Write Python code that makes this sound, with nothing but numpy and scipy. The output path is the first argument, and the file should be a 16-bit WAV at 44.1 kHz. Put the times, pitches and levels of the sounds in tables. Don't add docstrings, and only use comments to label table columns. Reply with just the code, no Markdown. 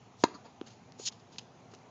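import sys
import numpy as np
from scipy import signal
from scipy.io import wavfile
from scipy.ndimage import uniform_filter1d

SR = 44100
rng = np.random.default_rng(int(sys.argv[2]) if len(sys.argv) > 2 else 0)


def transcribe(signal):
    frames = np.atleast_2d(signal).T
    limited = np.clip(frames, -1, 1)
    pcm = np.round(limited * 32767).astype(np.int16)
    wavfile.write(sys.argv[1], SR, pcm)


N = 83790
T = np.arange(N) / SR

# frequency in Hz, relative level in dB.
AMBIENT_COLOUR = [(15, -69), (25, -41), (47, -19), (70, -21), (107, 0.5), (162, -6.5), (259, -4),
                  (293, -14.5), (340, -10), (446, -10), (570, -17.5), (747, -9.5), (1030, -15.5),
                  (1280, -19), (1680, -24.5), (2620, -24), (3520, -28), (5220, -30), (6210, -27.5),
                  (7020, -28), (8980, -98), (11700, -100), (19800, -120)]
TRAFFIC_COLOUR = [(200, -23.5), (450, -1), (780, 0.5), (1100, -10), (2000, -19.5), (5000, -43)]
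SHUDDER_COLOUR = [(150, -12), (400, -2), (900, -9.5), (1600, -16.5), (4000, -16.5)]
GRITTY_SCUFF_COLOUR = [(300, -12), (1000, -20), (2200, -13.5), (2750, 0.5), (4500, 0), (5200, 2.5),
                       (5600, -3.5), (6400, 1), (8000, -8.5)]
DULL_SCUFF_COLOUR = [(300, -11), (900, 2), (1500, 2), (2500, -2.5), (3500, -4.5), (4400, 4.5), (5600, -8),
                     (6700, 4.5), (8000, -4.5)]
SKIM_COLOUR = [(300, -25), (1200, -32.5), (2300, -16), (3100, -7), (4800, -3), (5700, -2), (6600, -2.5),
               (7300, -0.5), (8800, -1.5)]
DIG_COLOUR = [(300, -25), (1300, -13), (2300, -11.5), (3000, 1), (4200, 0.5), (5700, 3), (6750, 0),
              (8800, -6)]
BOUNCE_COLOUR = [(150, -14), (500, -10), (980, 4), (1400, -2), (2000, -2), (4000, -6.5), (6900, 4)]
SCATTER_COLOUR = [(100, -4), (270, 0), (450, 0), (620, 1), (800, 4), (940, -1), (1130, 7), (1450, -1),
                  (2000, 4), (2800, 5), (4400, 1), (5500, 1), (7000, -1)]
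FAR_FENCE_COLOUR = [(100, -5), (270, 2), (500, -12), (900, -5.5), (1140, 14.5), (1450, 2.5), (1800, 0),
                    (3200, -8.5), (4500, 7.5), (5400, 1), (6800, 0)]
FELT_COLOUR = [(200, 1), (700, -7), (1300, -1.5), (2000, -8), (2750, -5.5), (3080, -24.5), (3350, -9),
               (3520, -12), (3900, 1), (4750, -2.5), (5200, -8.5), (5650, -15.5), (6150, -2.5), (6430, -6),
               (6750, -2), (7100, -15.5), (8000, -10.5)]
MIC_RESPONSE = [(20, -40), (60, -20), (110, -5), (180, 0), (6900, 0), (7300, -9), (7800, -22), (8600, -28),
                (9300, -42)]

# start in seconds, thud level in dB, pitch in Hz, t60 in seconds,
# slap level in dB, shudder level in dB.
LANDINGS = [(0.6143, -25.5, 320, .0105, -29.5, -60), (0.9977, -33.5, 417, 0.014, -39, -48),
            (1.3849, -41, 228, 0.013, -43, -50), (1.7372, -47, 380, 0.025, -40.5, -57)]
# start in seconds, level in dB, rise and t60 in seconds, dullness from 0 to 1.
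SLIDES = [(0.658, -49.5, 0.015, 0.11, 0.76), (.698, -60, 0.007, 0.33, 0.2), (1.112, -57, 0.011, 0.21, .1),
          (1.19, -64, 0.0099, .1, 0.2), (1.318, -57.5, 0.0088, 0.4, 0.27),
          (1.3827, -31.5, 0.0022, 0.027, 0.02), (1.3935, -45, 0.00059, 0.0065, 0.1),
          (1.399, -66, 0.0065, 0.22, .3), (1.69, -63.5, 0.031, .1, .3), (1.7358, -53, .002, 0.083, 0.8)]
# start in seconds, level in dB, pitch in Hz, t60 in seconds.
GRIT_SNAPS = [(0.6131, -33, 3200, .003), (0.922, -36, 5000, .0012), (1.125, -37, 4200, .0014),
              (1.128, -50, 4500, .0014), (1.3608, -41, 2400, .0018), (1.416, -45, 3800, .0014),
              (1.7498, -35.5, 5940, .0014), (1.789, -49, 4500, .0014)]
# time in seconds, level in dB.
DRAG_ENVELOPE = [(.975, -74), (.992, -47.5), (1.02, -45.5), (1.05, -38), (1.062, -29.5), (1.074, -29.5),
                 (1.086, -30.5), (1.093, -52), (1.102, -60)]
# frequency and width in Hz, gain in dB.
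TREAD_MODES = [(2770, 250, -4.5), (4250, 90, 3), (5020, 37, 4), (6270, 60, 3), (6800, 60, 9.5),
               (6887, 43, -9)]
# delay in seconds, gain in dB, rise and t60 in seconds.
SCATTERED_RETURNS = [(.009, -22, .002, 0.17), (0.031, -27, 0.0044, .5), (.2, -32, .02, .13)]
# frequency in Hz, level in dB, t60 and rise in seconds.
RACKET_MODES = [(356, -5.2, .0092, .0008), (646, -2.9, .003, .001), (928, -10.7, .02, .0021),
                (1144, -6.7, .0065, .0009), (975, -30, .075, .008), (1280, -37, .05, .002),
                (1550, -21, .012, .0005), (1600, -42, .11, .001), (1960, -47, .13, .001),
                (2106, -31, .034, .0003), (2468, -25, .016, .0003), (3810, -39, .06, .0003),
                (3960, -28, .015, .0003), (4200, -27, .02, .0003), (4500, -33, .022, .0003),
                (6600, -31, .016, .0003), (6800, -34, .03, .0003)]


def amp(db):
    return 10 ** (np.asarray(db) / 20)


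def unit(x):
    return x / np.sqrt(np.mean(x ** 2) + 1e-20)


def colour(x, points):
    hz, db = np.transpose(points)
    bin_hz = abs(np.fft.fftfreq(8192, 1 / SR))
    log_gain = np.log(amp(np.interp(np.log(bin_hz + 1), np.log(hz), db)))
    taps = np.fft.ifft(np.exp(np.conj(signal.hilbert(log_gain)))).real
    return signal.fftconvolve(x, taps[:len(taps) // 2])[:N]


def burst(start, rise, t60):
    age = T - start
    return np.clip(age / rise, 0, 1) * np.exp(-np.log(1000) * np.maximum(age - rise, 0) / t60)


def ring(start, hz, t60, rise=1 / SR):
    return burst(start, rise, t60) * np.sin(2 * np.pi * hz * (T - start))


def bump(centre, width):
    return np.exp(-.5 * ((T - centre) / width) ** 2)


def noise(points):
    return unit(colour(rng.standard_normal(N), points))


def background(hum_db=-57.5, drift_db=1.5, traffic_db=-75, growth_db_per_s=6.5):
    spectrogram = signal.stft(noise(AMBIENT_COLOUR), nperseg=1024)[2]
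    patches = uniform_filter1d(rng.standard_normal(spectrogram.shape), size=10, axis=0)
    patches = unit(uniform_filter1d(patches, size=7, axis=1))
    hum = signal.istft(spectrogram * amp(drift_db * patches))[1][:N]
    traffic = amp(traffic_db + growth_db_per_s * T) * noise(TRAFFIC_COLOUR)
    return amp(hum_db) * unit(hum) + traffic


def steps(rise_s=.0015, slap_lead_s=.0005):
    shudder = noise(SHUDDER_COLOUR)
    out = np.zeros(N)
    for start, thud_db, hz, t60, slap_db, shudder_db in LANDINGS:
        out += amp(slap_db) * bump(start - slap_lead_s, width=.00019)
        out -= amp(thud_db) * ring(start, hz, t60, rise_s)
        out += amp(shudder_db) * shudder * burst(start, rise_s, t60=.04)
    return out


def grains(points, slips_per_s=9000, spread_db=2.5, catches_per_s=700, catch_db=1.6):
    size = amp(spread_db * np.minimum(rng.exponential(1, N), 4))
    sign = rng.choice([-1, 1], N)
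    catch = amp(catch_db * np.interp(T * catches_per_s, np.arange(N), rng.standard_normal(N)))
    slips = rng.random(N) < slips_per_s / SR
    return unit(colour(catch * size * sign * slips, points))


def scuffs():
    gritty, dull = grains(GRITTY_SCUFF_COLOUR), grains(DULL_SCUFF_COLOUR)
    out = sum(amp(db) * ring(start, hz, t60) for start, db, hz, t60 in GRIT_SNAPS)
    for start, db, rise, t60, dullness in SLIDES:
        rub = np.sqrt(1 - dullness) * gritty + np.sqrt(dullness) * dull
        out += amp(db) * burst(start, rise, t60) * rub
    return out


def drag(weight_on_s=1.0627, weight_span_s=.03):
    level = amp(np.interp(T, *np.transpose(DRAG_ENVELOPE), left=-np.inf, right=-np.inf))
    weight = np.clip((T - weight_on_s) / weight_span_s, 0, 1)
    rub = np.sqrt(1 - weight) * grains(SKIM_COLOUR) + np.sqrt(weight) * grains(DIG_COLOUR)
    tread = sum(amp(db) * signal.lfilter(*signal.iirpeak(hz, hz / width, SR), rub)
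                for hz, width, db in TREAD_MODES)
    return level * (rub + tread)


def scatter(delay, db, rise, t60):
    taps = rng.standard_normal(N) * burst(delay, rise, t60)
    return amp(db) * taps / np.linalg.norm(taps)


def court(direct, ground_delay_s=.0099):
    diffuse = colour(sum(scatter(*row) for row in SCATTERED_RETURNS), SCATTER_COLOUR)
    fence = colour(scatter(delay=.0978, db=-28.5, rise=.015, t60=.06), FAR_FENCE_COLOUR)
    ground = amp(-20) * colour(np.interp(T - ground_delay_s, T, direct), BOUNCE_COLOUR)
    return direct + ground + signal.fftconvolve(direct, diffuse + fence)[:N]


def swish():
    return amp(-49) * bump(centre=.224, width=.023) * noise(SKIM_COLOUR)


def racket(touch_s=.2376, hit_s=.2389, snap_lead_s=.00016):
    touch = amp(-10) * ring(touch_s, hz=1400, t60=.0018)
    snap = amp(7.5) * colour(np.sinc((T - hit_s + snap_lead_s) * SR), FELT_COLOUR)
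    crackle = amp(-25) * noise(FELT_COLOUR) * burst(touch_s, rise=hit_s - touch_s, t60=.038)
    body = -sum(amp(db) * ring(hit_s, hz, t60, rise) for hz, db, t60, rise in RACKET_MODES)
    return touch + snap + crackle + body


def scene():
    player = court(racket() + swish()) + steps() + scuffs() + drag()
    return (colour(player, MIC_RESPONSE) + background())[None]


def record(dry):
    lowpass = signal.firwin(511, 9200, window=("kaiser", 9), fs=SR)
    return signal.oaconvolve(dry, lowpass[None], "same")


dry = scene()
out = record(dry)
transcribe(out)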